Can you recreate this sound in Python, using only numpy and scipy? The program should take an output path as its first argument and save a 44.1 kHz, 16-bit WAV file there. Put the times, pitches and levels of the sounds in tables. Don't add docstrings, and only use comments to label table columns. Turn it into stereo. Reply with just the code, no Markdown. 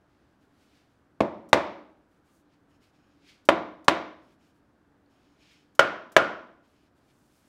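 import sys
import numpy as np
from scipy import signal
from scipy.fft import rfft, irfft, next_fast_len
from scipy.io import wavfile

SR = 44100
rng = np.random.default_rng(int(sys.argv[2]) if len(sys.argv) > 2 else 0)


def unload_wav(signal):
    wavfile.write(
        sys.argv[1],
        SR,
        np.round(np.clip(np.atleast_2d(signal).T, -1, 1) * 32767).astype(np.int16),
    )


N = 329861

# start in s, level in dB, contact in ms, shot lag in ms,
# shot re head in dB, crack re knock in dB, bench thump in dB.
MALLET_BLOWS = [(1.2052, -24, 0.22, 3.4, 9, -19, 3), (1.5302, -17.5, 0.095, 1.98, 5.5, -10, -5),
                (3.4888, -18.5, 0.086, 3, 3, -16, -5), (3.8812, -19, 0.057, 2.13, 10, -9, -9),
                (5.7930, -17, 0.063, 2.4, 7, -10.5, -4), (6.1652, -16, 0.077, 2.8, 5, -11, -1)]
# frequency in Hz, t60 in s, level in dB, side re mid in dB.
ROOM_BANDS = [(60, 0.27, -2, -23), (120, 0.49, 3, -25.5), (230, 0.81, -3, -22), (460, .55, -2, -18),
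              (888.9, 0.58, -3, -12), (1920, 0.54, -5.5, -6.5), (3700, 0.53, -9.5, -3),
              (5430, 0.51, -7.5, -0.5), (7600, .3, -7, -1.5), (10800, 0.24, -6.5, -0.5),
              (14800, .16, -7, -7)]


def undb(db):
    return 10 ** (np.asarray(db) / 20)


def unit(x):
    return x / np.sqrt(np.mean(x ** 2))


def along(hz, table, column=1):
    table = np.array(table, float)
    return np.interp(np.log(np.maximum(hz, 1)), np.log(table[:, 0]), table[:, column])


def shaped(x, db_at_hz):
    size = next_fast_len(x.shape[-1])
    gain = undb(db_at_hz(np.arange(size // 2 + 1) * SR / size))
    return irfft(rfft(x, size) * gain, size)[..., :x.shape[-1]]


def band(x, hz, width_hz):
    return signal.lfilter(*signal.iirpeak(hz, hz / width_hz, fs=SR), x)


def causal(power):
    cepstrum = irfft(np.log(power + 1e-12 * power.max()) / 2)
    half = len(cepstrum) // 2
    cepstrum[1:half] *= 2
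    cepstrum[half + 1:] = 0
    return unit(irfft(np.exp(rfft(cepstrum))))


def add(out, x, start_s):
    i = int(start_s * SR)
    out[..., i:i + x.shape[-1]] += x[..., :N - i]


def walk(rate_hz):
    knots_s = np.arange(0, N / SR + 1, 1 / rate_hz)
    return np.interp(np.arange(N) / SR, knots_s, rng.standard_normal(1000)[:len(knots_s)])


def wide_pair(mid, side):
    side = shaped(side, lambda hz: along(hz, ROOM_BANDS, column=3))
    return np.array([mid + side, mid - side])


def near_pair(x):
    side = undb(-9) * np.gradient(x)
    return np.array([x + side, x - side])


def ventilation():
    # frequency in Hz, relative density in dB.
    air_spectrum = [(20, -11.5), (32, -24), (50, -3), (80, -1.5), (160, -2.5), (280, -1.5), (470, -9),
                    (720, -10), (1000, -13), (1600, -14), (2200, -25), (5000, -34.5), (16000, -46)]
    # centre in Hz, width in Hz, level re air noise in dB.
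    duct_modes = [(290, 16, -5.5), (170.75, 88, -17), (1460, 74, -24.5)]
    flows = []
    for _ in range(2):
        air = unit(shaped(rng.standard_normal(N), lambda hz: along(hz, air_spectrum)))
        hum = sum(undb(db) * unit(band(rng.standard_normal(N), hz, width)) for hz, width, db in duct_modes)
        flows.append(air + hum)
    mid, side = flows
    return undb(-66.5 + .5 * walk(rate_hz=1.3)) * wide_pair(mid, undb(1.5) * side)


def room_response():
    early_db, early_t60_share = 5, .2
    t = np.arange(SR * 3 // 4) / SR
    echoes = 0
    for hz in 42 * 2 ** np.arange(0, 9, .5):
        white = rng.standard_normal((2, len(t)))
        noise = shaped(white, lambda f: -12 * (2 * np.log2(np.maximum(f, 1) / hz)) ** 2)
        t60_s = along(hz, ROOM_BANDS)
        early = undb(early_db) * 1000. ** (-t / (early_t60_share * t60_s))
        tail = 1000. ** (-t / t60_s)
        echoes += noise * (tail + early) * undb(along(hz, ROOM_BANDS, column=2))
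    build_up = np.clip((t - .003) / .011, 0, 1)
    return wide_pair(*echoes * undb(-34) * build_up)


def grains(scatter_db):
    return unit(rng.standard_normal(N) * undb(scatter_db * rng.exponential(size=N)))


def gesture_power(gestures, db_columns):
    edge_s, sag_db, flicker_db = .035, 1.5, 2
    t = np.arange(N) / SR
    power = 0
    for row in gestures:
        start_s, length_s = row[:2]
        db = sum(row[c] for c in db_columns) - sag_db * np.clip((t - start_s) / length_s, 0, 1)
        fade = np.clip(np.minimum(t - start_s, start_s + length_s - t) / edge_s + .5, 0, 1)
        power += (undb(db) * fade) ** 2
    return power * undb(2 * flicker_db * walk(rate_hz=25))


def handling():
    # start in s, length in s, level in dB, brightness in dB.
    sleeve_brushes = [(0.07, .3, -82, -14), (0.405, 0.066, -80, -4), (0.88, 0.13, -84.5, -5),
                      (2.1, .09, -80.5, -5), (2.25, 0.076, -78.5, -1), (2.32, .1, -88, 10),
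                      (4.54, .065, -82, -3), (6.96, 0.13, -82, 0), (7.085, 0.042, -71.5, -10),
                      (7.1, 0.41, -84, 7), (7.295, .2, -77.5, -4.5)]
    # start in s, length in s, rub in dB, broad hiss in dB, brightness in dB.
    finger_strokes = [(2.69, .09, -81, -81.5, -4), (2.81, 0.098, -76, -74.5, -10),
                      (2.93, .26, -82, -78, -17), (4.22, .135, -80.5, -76, -7), (4.395, .13, -80, -77, -7),
                      (5.1, 0.27, -82, -78, -9), (5.4, 0.23, -72.5, -80, -15),
                      (6.635, 0.25, -83.5, -77, -9)]
    # peak time in s, 20 dB rise in s, 20 dB fall in s, level in dB, brightness in dB.
    shot_slides = [(0.63, 0.19, 0.18, -72, -6), (0.768, 0.2, 0.2, -68.5, -13),
                   (2.538, 0.087, .07, -74, -20), (3.295, .09, 0.13, -57, -23),
                   (5.43, 0.083, .1, -65.5, -19.5), (5.52, 0.17, .2, -62.5, -19)]
    # frequency in Hz, relative density in dB.
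    rustle_spectrum = [(1200, -18.5), (2200, -2.5), (3200, -5.5), (4800, -8), (7000, -17.5)]
    # centre in Hz, width in Hz, relative gain in dB.
    rub_modes = [(2520, 360, 0.5), (2980, 350, 3), (4100, 250, -10), (5300, 440, -1.5), (6700, 300, -3)]
    floor_db, floor_bright_db = -90.5, -8
    t = np.arange(N) / SR
    low_power = undb(2 * floor_db) + gesture_power(sleeve_brushes, [2]) + gesture_power(finger_strokes, [3])
    high_power = undb(2 * (floor_db + floor_bright_db)) + gesture_power(sleeve_brushes, [2, 3])
    high_power += gesture_power(finger_strokes, [3, 4])
    for peak_s, rise_s, fall_s, db, bright_db in shot_slides:
        drop_db = 20 * np.maximum((peak_s - t) / rise_s, (t - peak_s) / fall_s)
        low_power += undb(2 * (db - drop_db))
        high_power += undb(2 * (db - drop_db + bright_db))
    low_spectrum = [(300, -44), *rustle_spectrum, (16000, -37)]
    mid_side = []
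    for _ in range(2):
        low = unit(shaped(grains(scatter_db=1.4), lambda hz: along(hz, low_spectrum)))
        high = unit(band(grains(scatter_db=2), hz=7000, width_hz=7400))
        rub = unit(sum(undb(db) * band(band(rng.standard_normal(N), hz, width), hz, width)
                       for hz, width, db in rub_modes))
        rub_power = gesture_power(finger_strokes, [2])
        mid_side.append(np.sqrt(low_power) * low + np.sqrt(high_power) * high + np.sqrt(rub_power) * rub)
    return wide_pair(*mid_side)


def wood_taps():
    # start in s, peak in dB, pitch in Hz.
    touches = [(2.29, -64, 1200), (3.242, -61, 300.3), (5.055, -65, 220), (5.061, -68, 4430),
               (7.108, -69, 3400)]
    decay_cycles = 10
    out, t = np.zeros(N), np.arange(SR // 10) / SR
    for start_s, db, hz in touches:
        add(out, undb(db) * np.sin(2 * np.pi * hz * t) * np.exp(-t * hz / decay_cycles), start_s)
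    return out


def shot_hiss():
    # start in s, gain in dB.
    swings = [(1.488, -50.5), (3.4514, -51), (3.8432, -50.5), (5.7497, -52.5), (6.119, -46)]
    centre_hz, width_hz, attack_s, t60_s = 6500, 12000, .0027, .051
    out, t = np.zeros(N), np.arange(SR // 10) / SR
    envelope = (1 - np.exp(-t / attack_s)) * 1000. ** (-t / t60_s)
    for start_s, db in swings:
        hiss = band(band(rng.standard_normal(len(t)), centre_hz, width_hz), centre_hz, width_hz)
        add(out, undb(db) * hiss * envelope, start_s)
    return out


def standing_waves():
    # frequency in Hz, t60 in s, level re blow in dB at the front, left and back corner.
    room_modes = [(77.4, 0.53, -28, -29, -35), (94, 0.49, -28, -29, -33), (196, 0.69, -24, -27.5, -29)]
    out, t = np.zeros(N), np.arange(SR) / SR
    for k, (start_s, db, *_) in enumerate(MALLET_BLOWS):
        for hz, t60_s, *corner_db in room_modes:
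            ring = np.sin(2 * np.pi * hz * t) * 1000. ** (-t / t60_s)
            add(out, undb(db + corner_db[k // 2]) * ring, start_s)
    return out


def blow_force(lag_ms, shot_db):
    pellets, scatter_ms = 6, .9
    landing_ms = np.clip(lag_ms + scatter_ms * rng.standard_normal(pellets), 0, 20)
    landings = np.bincount((landing_ms * SR / 1000).astype(int), minlength=SR // 40)
    force = landings * undb(shot_db) / np.sqrt(pellets)
    force[0] += 1
    return force


def mallet():
    # frequency in Hz, t60 in s, relative height in dB struck at the front, left and back corner.
    wood_modes = [(82, 0.084, -20, -31.5, -27), (154, 0.46, -20.5, -8.5, -26.5),
                  (216, 0.066, -12, -7, -13.5), (319, 0.053, -3, -1.5, -9.5), (380, 0.024, -12.5, -7.5, -8),
                  (568, 0.035, 0, -1.5, -1.5), (651.2, 0.02, -2, -2, -1.5), (877, 0.01, -3, -7, -31),
                  (1005, 0.075, -9, -3, -2), (1140, 0.012, -5, -5, -5), (1433, 0.061, -8, -11, 4),
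                  (1460, 0.0052, -18.5, -8.5, -2.5), (1830, 0.027, -17, -16, -13.5),
                  (2214, 0.0047, -4.5, -8, -8.5), (3020, .011, -17, -12.5, -19),
                  (3110, 0.0039, -26.5, -18.5, -6.5), (3640, 0.003, -4.5, -7.5, -18.5),
                  (5100, 0.0035, -25.5, -25.5, -20.5)]
    # frequency in Hz, relative density in dB.
    crack_spectrum = [(500, -26.5), (1500, 9.5), (3000, 3.5), (5000, -5), (8000, -13), (12000, -22),
                      (16000, -29)]
    bench_below_hz, low_cut_hz, room_send_db = 240, 80, -2.5
    crack_attack_s, crack_t60_s = .0003, .043
    size = 4096
    out, t, f = np.zeros((2, N)), np.arange(size) / SR, np.arange(size // 2 + 1) * SR / size
    modes = np.array(wood_modes, float)
    mode_hz, width_hz = modes[:, :1], np.log(1000) / (np.pi * modes[:, 1:2])
    is_bench = modes[:, 0] < bench_below_hz
    resonances = 1 / (1 + ((f ** 2 - mode_hz ** 2) / (width_hz * np.maximum(f, 1))) ** 2)
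    crack_power = undb(along(f, crack_spectrum)) ** 2
    crack_envelope = (1 - np.exp(-t / crack_attack_s)) * 1000. ** (-t / crack_t60_s)
    corner_echoes = [room_response() for _ in range(len(MALLET_BLOWS) // 2)]
    for k, (start_s, db, contact_ms, lag_ms, shot_db, crack_db, thump_db) in enumerate(MALLET_BLOWS):
        corner = k // 2
        wood_power = undb(modes[:, 2 + corner] + thump_db * is_bench) ** 2 @ resonances
        wood_power /= (1 + (2 * np.pi * f * contact_ms / 1000) ** 2) ** 2
        wood_power /= 1 + (low_cut_hz / np.maximum(f, 1)) ** 6
        knock = unit(signal.fftconvolve(causal(wood_power), blow_force(lag_ms, shot_db))[:size])
        crack_noise = shaped(rng.standard_normal(size), lambda hz: along(hz, crack_spectrum))
        crack = unit(crack_noise * crack_envelope)
        add(out, undb(db) * near_pair(knock + undb(crack_db) * crack), start_s)
        diffuse = causal(wood_power / wood_power.sum() + undb(2 * crack_db) * crack_power / crack_power.sum())
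        reverb = signal.fftconvolve(corner_echoes[corner], diffuse[None], axes=1)
        add(out, undb(db + room_send_db) * reverb, start_s)
    return out


def scene():
    small_sounds = shot_hiss() + wood_taps()
    blows = mallet() + standing_waves()
    small_reverb = signal.oaconvolve(room_response(), small_sounds[None], axes=1)[:, :N]
    return blows + near_pair(small_sounds) + small_reverb + handling() + ventilation()


def record(dry):
    cutoff_hz = 15700
    return signal.sosfilt(signal.ellip(8, .2, 70, cutoff_hz, fs=SR, output="sos"), np.clip(dry, -1, 1))


dry = scene()
out = record(dry)
unload_wav(out)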